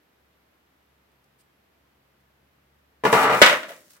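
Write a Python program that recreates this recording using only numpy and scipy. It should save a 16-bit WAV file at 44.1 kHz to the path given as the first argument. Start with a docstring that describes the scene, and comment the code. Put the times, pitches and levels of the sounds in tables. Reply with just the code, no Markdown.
"""A metal baking tray, close to a stereo microphone in a quiet kitchen at night.
At first only a mouse ticks faintly on baking paper over a low appliance hum. A hand shoves
the tray, which sticks and slips across the worktop, then bangs down and overloads the
microphone. The sheet metal rings and rattles to rest, the paper rustles, the walls answer."""
import sys
import numpy as np
from scipy import signal
from scipy.fft import rfft, irfft
from scipy.io import wavfile
from scipy.ndimage import uniform_filter1d

SR = 44100
rng = np.random.default_rng(int(sys.argv[2]) if len(sys.argv) > 2 else 0)


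def digitize_waveform(pressure):
    """Quantize a signal to 16-bit integers and store it at the path in sys.argv[1].

    Rows of a 2-D input are taken as channels; values are limited to [-1, 1].
    """
    field = np.atleast_2d(pressure).T
    bounded = np.clip(field, -1, 1)
    quanta = np.round(bounded * 32767).astype(np.int16)
    wavfile.write(sys.argv[1], SR, quanta)


N = 176400
FREQS = np.arange(N // 2 + 1) * SR / N
TIME = np.arange(N) / SR
TAIL = TIME[:SR]  # one second for anything to ring out

# Table levels are relative; a damping factor multiplies the ring times (t60).
# appliance hum: t/s, fundamental/dB, octave/dB
HUM = [(0, -92, -78), (.2, -71, -100), (.75, -74.5, -94), (.9, -69, -82), (1.3, -73, -70.5),
       (1.6, -73.5, -83), (2.0, -73, -73.5), (2.55, -70, -71.5), (2.85, -65, -75), (3.9, -86.5, -90)]
# spectrum of room tone and microphone hiss: f/Hz, level/dB
AIR_COLOUR = [(25, -36.5), (45, -16.5), (70, -4.5), (100, -5.5), (200, -4.5), (330, -5), (600, -7),
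              (1850, -10.5), (3000, -15), (4500, -20.5), (7000, -26.5), (10000, -28.5), (12000, -20.5),
              (15500, -26.5)]
# the mouse's scratches: t/s, level/dB, half-width/s
SCRATCHES = [(1.118, -73, .004), (1.243, -67, .004), (1.394, -69, 0.0082), (1.41, -62, 0.012),
             (2.21, -75, .006)]
# their spectrum: f/Hz, level/dB
SCRATCH_COLOUR = [(1000, -19), (3200, -3), (4000, -7), (4900, -2), (6500, -9), (8600, 1), (10000, -6),
                  (15500, -9)]
# reverberation of the kitchen: f/Hz, t60/s
ROOM_T60 = [(60, 0.31), (250, 0.9), (1000, 0.22), (4000, 0.39), (16000, 0.43)]
# knocks of hand and tray during the shove: t/s, level/dB, brightness/Hz
SHOVES = [(2.9235, -42, 199), (3.037, -2, 1400), (3.0475, -10.5, 1268), (3.051, 5, 2244), (3.056, -7, 2200),
          (3.1275, 6, 3615), (3.136, -3, 3500), (3.148, -2.5, 2800), (3.231, -5.5, 2500),
          (3.251, -9.5, 6890), (3.296, -5, 1863), (3.334, -5, 900)]
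# their tone: f/Hz, level/dB
SHOVE_COLOUR = [(30, -25), (90, -18.5), (140, -4.5), (280, -3.5), (450, 4), (720, -2), (1200, -1.5),
                (2000, -7.5), (3000, -12.5), (6000, -19.5), (15000, -27)]
# clear modes of the tray: f/Hz, level/dB, t60/s
TRAY_MODES = [(399, -3, .2), (460, -3, .22), (597, -2, .25), (833, -2, .25), (878, 1, .27), (971, -2, .25),
              (1088, -2, .25), (1161, -3, .25), (1205, -6, .25), (1345, -4, .25), (1698, 1, .27),
              (1998, -2, .25), (2083, 1, .27), (2178, -3, .25), (2399, -1, .3), (2855, 3, .3),
              (3738, 2, .3)]
# ring of the dense sheet-metal overtones: f/Hz, t60/s
SHEET_T60 = [(60, .2), (200, 0.44), (600, 0.11), (1500, 0.58), (3000, 0.2), (7000, 0.37), (16000, 0.053)]
# hiss of the sliding paper: t/s, level/dB
PAPER_SLIP = [(3.04, -46), (3.055, -36.5), (3.115, -42.5), (3.13, -28), (3.18, -35.5), (3.24, -32.5),
              (3.29, -55), (3.35, -37.5), (3.41, -37), (3.47, -30), (3.56, -43), (3.66, -58.5),
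              (3.95, -76.5)]
# crinkles of the paper: t/s, level/dB, length/s
CRINKLES = [(3.682, -48.5, 0.022), (3.706, -57, 0.086), (3.839, -64, 0.05), (3.9, -53.5, 0.016),
            (3.928, -57.5, 0.026), (3.962, -72, 0.0079)]
# spectrum of the paper: f/Hz, level/dB
PAPER_COLOUR = [(100, -27), (1000, -1.5), (3000, -1), (5000, 1.5), (8500, 2), (10500, -0.5), (15500, -0.5)]
# force of the rim sliding on the worktop: t/s, level/dB
SLIDE_FORCE = [(3.05, -40), (3.075, -11), (3.125, -9), (3.16, 5), (3.2, 1.5), (3.25, 0.5), (3.3, -0.5),
               (3.355, -2), (3.38, -6.5), (3.403, -15.5)]
# tone of the slide: f/Hz, level/dB
SLIDE_COLOUR = [(30, -30), (95, -27), (140, -4), (280, -7), (440, 6), (700, 0), (900, 4), (1300, 3),
                (1600, -2.5), (2100, -3), (3000, -12.5), (5500, -24.5), (15000, -34.5)]
# the landing and its bounces: t/s, level/dB, brightness/Hz
BANGS = [(3.4165, 4.5, 4000), (3.4205, 5, 6950), (3.4238, -2, 7000), (3.4265, -10, 6000),
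         (3.444, -12.5, 2930), (3.462, -1.5, 5060), (3.497, -6.5, 2460), (3.528, -5.5, 1170),
         (3.631, -25, 3400), (3.692, -30.5, 2980), (3.717, -31, 1972)]
# their tone: f/Hz, level/dB
BANG_COLOUR = [(30, -20), (100, -20), (200, -8.5), (320, -9.5), (500, 1.5), (760, -3), (1200, 4),
               (2000, 4.5), (3300, -0.5), (5000, -9), (9000, -15.5), (15000, -19.5)]
# slow ring of the tray's floor once the hand lets go: f/Hz, level/dB, t60/s
PANEL_MODES = [(463, -8, .35), (504, -4, .4), (527, -1, .5), (553, -3, .45), (592, 0, .5), (624, -1, .5),
               (668, -4, .45)]
# modes of the worktop: f/Hz, level/dB, t60/s
WORKTOP_MODES = [(61.5, -32.5, .09), (200, -18, 0.064), (383, -1, 0.024), (598, 1.5, .035)]
# wobbles of the tray's floor as it rocks: t/s, level/dB, half-width/s
WOBBLES = [(3.514, -22.5, 0.026), (3.636, -39, 0.0083), (3.7, -38, 0.024), (3.77, -54, 0.021)]
# spectrum of the last rub: f/Hz, level/dB
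RUB_COLOUR = [(200, -30), (650, -6), (850, -12), (1250, 2), (1700, 2), (2600, -15.5), (8000, -22.5)]


def amp(db):
    """Decibels to gain."""
    return 10 ** (np.asarray(db) / 20)


def unit(x):
    """Scale to rms 1."""
    return x / np.sqrt(np.mean(x ** 2))


def decay(t60):
    """A fall of 60 dB every t60 seconds."""
    return np.exp(-np.log(1000) * TAIL / t60)


def curve(rows, column=1):
    """A dB column of a time table as a gain at every sample."""
    rows = np.array(rows)
    return amp(np.interp(TIME, rows[:, 0], rows[:, column]))


def swells(rows):
    """Bell-shaped envelopes from rows of t/s, level/dB, half-width/s."""
    return sum(amp(db) * np.exp(-((TIME - s) / width) ** 2) for s, db, width in rows)


def at_freq(rows, hz):
    """Read a table on a log-frequency axis."""
    rows = np.array(rows)
    return np.interp(np.log(hz + 1), np.log(rows[:, 0]), rows[:, 1])


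def through(x, response):
    """Convolve with a response."""
    return signal.fftconvolve(np.atleast_2d(x), response, axes=1)[:, :N]


def colour(x, rows):
    """Minimum-phase filter through points of f/Hz, level/dB."""
    cepstrum = irfft(np.log(amp(at_freq(rows, FREQS))))
    cepstrum[1:N // 2] *= 2
    cepstrum[N // 2 + 1:] = 0
    response = irfft(np.exp(rfft(cepstrum)))
    return through(x, response[None, :SR // 10])


def pan(left_db):
    """Channel gains that put the left ahead by left_db."""
    return amp(np.array([[left_db], [-left_db]]) / 2)


def stereo_noise(wide_hz=1400):
    """Noise alike at both capsules in the bass and unrelated in the treble."""
    mid, side = rfft(rng.standard_normal((2, N)))
    likeness = np.exp(-(FREQS / wide_hz) ** 2)
    return unit(irfft(mid * np.sqrt(1 + likeness) + np.array([[1], [-1]]) * side * np.sqrt(1 - likeness)))


def dense_ring(t60s, damping=1):
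    """Countless overlapping modes, each octave dying at its own rate; unit energy."""
    spectrum = rfft(stereo_noise()[:, :SR])
    lowest_hz = 62.5
    octave = np.clip(np.log2((np.arange(SR // 2 + 1) + 1) / lowest_hz), 0, 8)
    ring = 0
    for k in range(9):
        t60 = at_freq(t60s, lowest_hz * 2 ** k) * damping
        band = irfft(spectrum * np.maximum(1 - abs(octave - k), 0))
        ring = ring + band * decay(t60) / np.sqrt(t60)
    return unit(ring) / np.sqrt(SR)


def modes(rows, damping=1, left_lag_s=.0001):
    """Decaying sines of alternating sign that reach the left capsule slightly late."""
    age = np.maximum(TAIL - np.array([[left_lag_s], [0]]), 0)
    return sum((-1) ** k * amp(db) * np.sin(2 * np.pi * hz * age) * decay(t60 * damping)
               for k, (hz, db, t60) in enumerate(rows))


def blows(rows):
    """One short push for each contact; softer contacts last longer."""
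    force = np.zeros(N)
    for s, db, hz in rows:
        push = np.exp(-2 * np.pi * hz * TAIL[:SR // 100])
        start = int(s * SR)
        force[start:start + len(push)] += amp(db) * push / push.sum()
    return force


def room_tone(hum_hz=68.5, flutter_db=1.3, third_harmonic_db=-6.5, air_db=-65.5):
    """Still air, microphone hiss and an appliance hum that wavers in pitch and flutters in level."""
    waver = unit(uniform_filter1d(rng.standard_normal(N), SR // 12))
    flutter = unit(uniform_filter1d(rng.standard_normal(N), SR // 25))
    phase = 2 * np.pi * np.cumsum(hum_hz * (1 + 0.018 * waver)) / SR
    buzz = np.cos(2 * phase) + amp(third_harmonic_db) * np.cos(3 * phase)
    hum = curve(HUM) * np.cos(phase) + curve(HUM, column=2) * buzz
    air = unit(colour(stereo_noise(wide_hz=395), AIR_COLOUR))
    return hum * amp(flutter_db * flutter) + amp(air_db) * air


def mouse():
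    """Tiny claws and teeth scratch at the paper."""
    return swells(SCRATCHES) * unit(colour(rng.standard_normal((2, N)), SCRATCH_COLOUR))


def walls(sound, gain_db=-11.5, build_s=.012):
    """Reflections build up in the small kitchen and die away behind the close sound."""
    response = dense_ring(ROOM_T60) * np.clip(TAIL / build_s, 0, 1)
    return amp(gain_db) * through(sound, response)


def tray(force, damping, clear_db=-13):
    """The tray's clear modes and dense overtones, driven by a force."""
    clear = unit(modes(TRAY_MODES, damping)) / np.sqrt(SR)
    return through(force, dense_ring(SHEET_T60, damping) + amp(clear_db) * clear)


def shove(gain_db=23):
    """The hand knocks into the tray and damps it, just left of centre."""
    knocks = tray(blows(SHOVES), damping=.65)
    return amp(gain_db) * colour(knocks, SHOVE_COLOUR) * pan(left_db=1.5)


def paper():
    """Baking paper hisses as it slips and crinkles in short bursts of tiny clicks."""
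    level = curve(PAPER_SLIP) * (TIME > PAPER_SLIP[0][0])
    for s, db, length in CRINKLES:
        age = np.maximum(TIME - s, 0) / length
        level = level + amp(db) * 2 * age * np.exp(1 - 2 * age)
    grain_db = 2.5 * np.minimum(rng.exponential(size=N // 40), 4)
    crackle = amp(np.repeat(grain_db, 40)) * rng.standard_normal((2, N))
    return level * unit(colour(crackle, PAPER_COLOUR))


def slide(median_slip_hz=85.48, jitter=.35, scatter_db=4, grit_db=-5.5, gain_db=-18.5):
    """The rim sticks and slips unevenly over the worktop, with fine grit between slips."""
    spacing, strength = rng.standard_normal((N // 200, 2)).T
    starts = (np.cumsum(np.exp(jitter * spacing)) / median_slip_hz * SR).astype(int)
    slips = np.bincount(starts, amp(scatter_db * strength), N)[:N]
    friction = unit(slips) + amp(grit_db) * rng.standard_normal(N)
    moving = (TIME > SLIDE_FORCE[0][0]) & (TIME < SLIDE_FORCE[-1][0])
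    effort = curve(SLIDE_FORCE) * moving
    judder = colour(tray(friction * effort, damping=.85), SLIDE_COLOUR)
    level = amp(gain_db) * np.sqrt(np.mean(effort ** 2))
    return level * unit(judder) * pan(left_db=1.5)


def bang(ring_db=24, crack_db=22, panel_db=-33):
    """The freed tray lands by the microphone with a crack and rings through its bounces."""
    force = blows(BANGS)
    burst = unit(rng.standard_normal((2, SR)) * decay(t60=0.036)) / np.sqrt(SR)
    crack = amp(crack_db) * through(force, burst)
    ring = amp(ring_db) * tray(force, damping=.75)
    panel = amp(panel_db) * through(force, modes(PANEL_MODES))
    return (colour(ring + crack, BANG_COLOUR) + panel) * pan(left_db=0.5)


def thud():
    """The worktop takes the weight of the landing."""
    return through(blows(BANGS[:1]), modes(WORKTOP_MODES))


def wobble(low_cut_hz=300):
    """The rocking rim chatters on the worktop and shakes the tray's floor."""
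    low_cut = signal.butter(2, low_cut_hz, "high", fs=SR, output="sos")
    chatter = signal.sosfilt(low_cut, rng.standard_normal(N))
    panel = unit(modes(PANEL_MODES, damping=.13)) / np.sqrt(SR)
    return through(swells(WOBBLES) * chatter, panel)


def rub(at_s=3.968, level_db=-58.5, half_width_s=0.015):
    """A last soft rub as the tray settles."""
    return swells([(at_s, level_db, half_width_s)]) * unit(colour(stereo_noise(), RUB_COLOUR))


def scene():
    """Tray, paper and mouse close up on the worktop, with the kitchen behind them."""
    near = shove() + slide() + rub() + paper() + mouse()
    landing = bang()
    reflections = walls(near + amp(-1.5) * landing)
    return near + landing + thud() + wobble() + reflections + room_tone()


def record(dry, ceiling=.86, low_cut_hz=30, top_hz=15900):
    """The close microphone flattens the loudest peaks and cuts the rumble and the top."""
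    overloaded = dry / (1 + (dry / ceiling) ** 6) ** (1 / 6)
    low_cut = signal.butter(1, low_cut_hz, "high", fs=SR, output="sos")
    top_cut = signal.ellip(8, .2, 60, top_hz, fs=SR, output="sos")
    return signal.sosfilt(top_cut, signal.sosfilt(low_cut, overloaded))


dry = scene()
out = record(dry)
digitize_waveform(out)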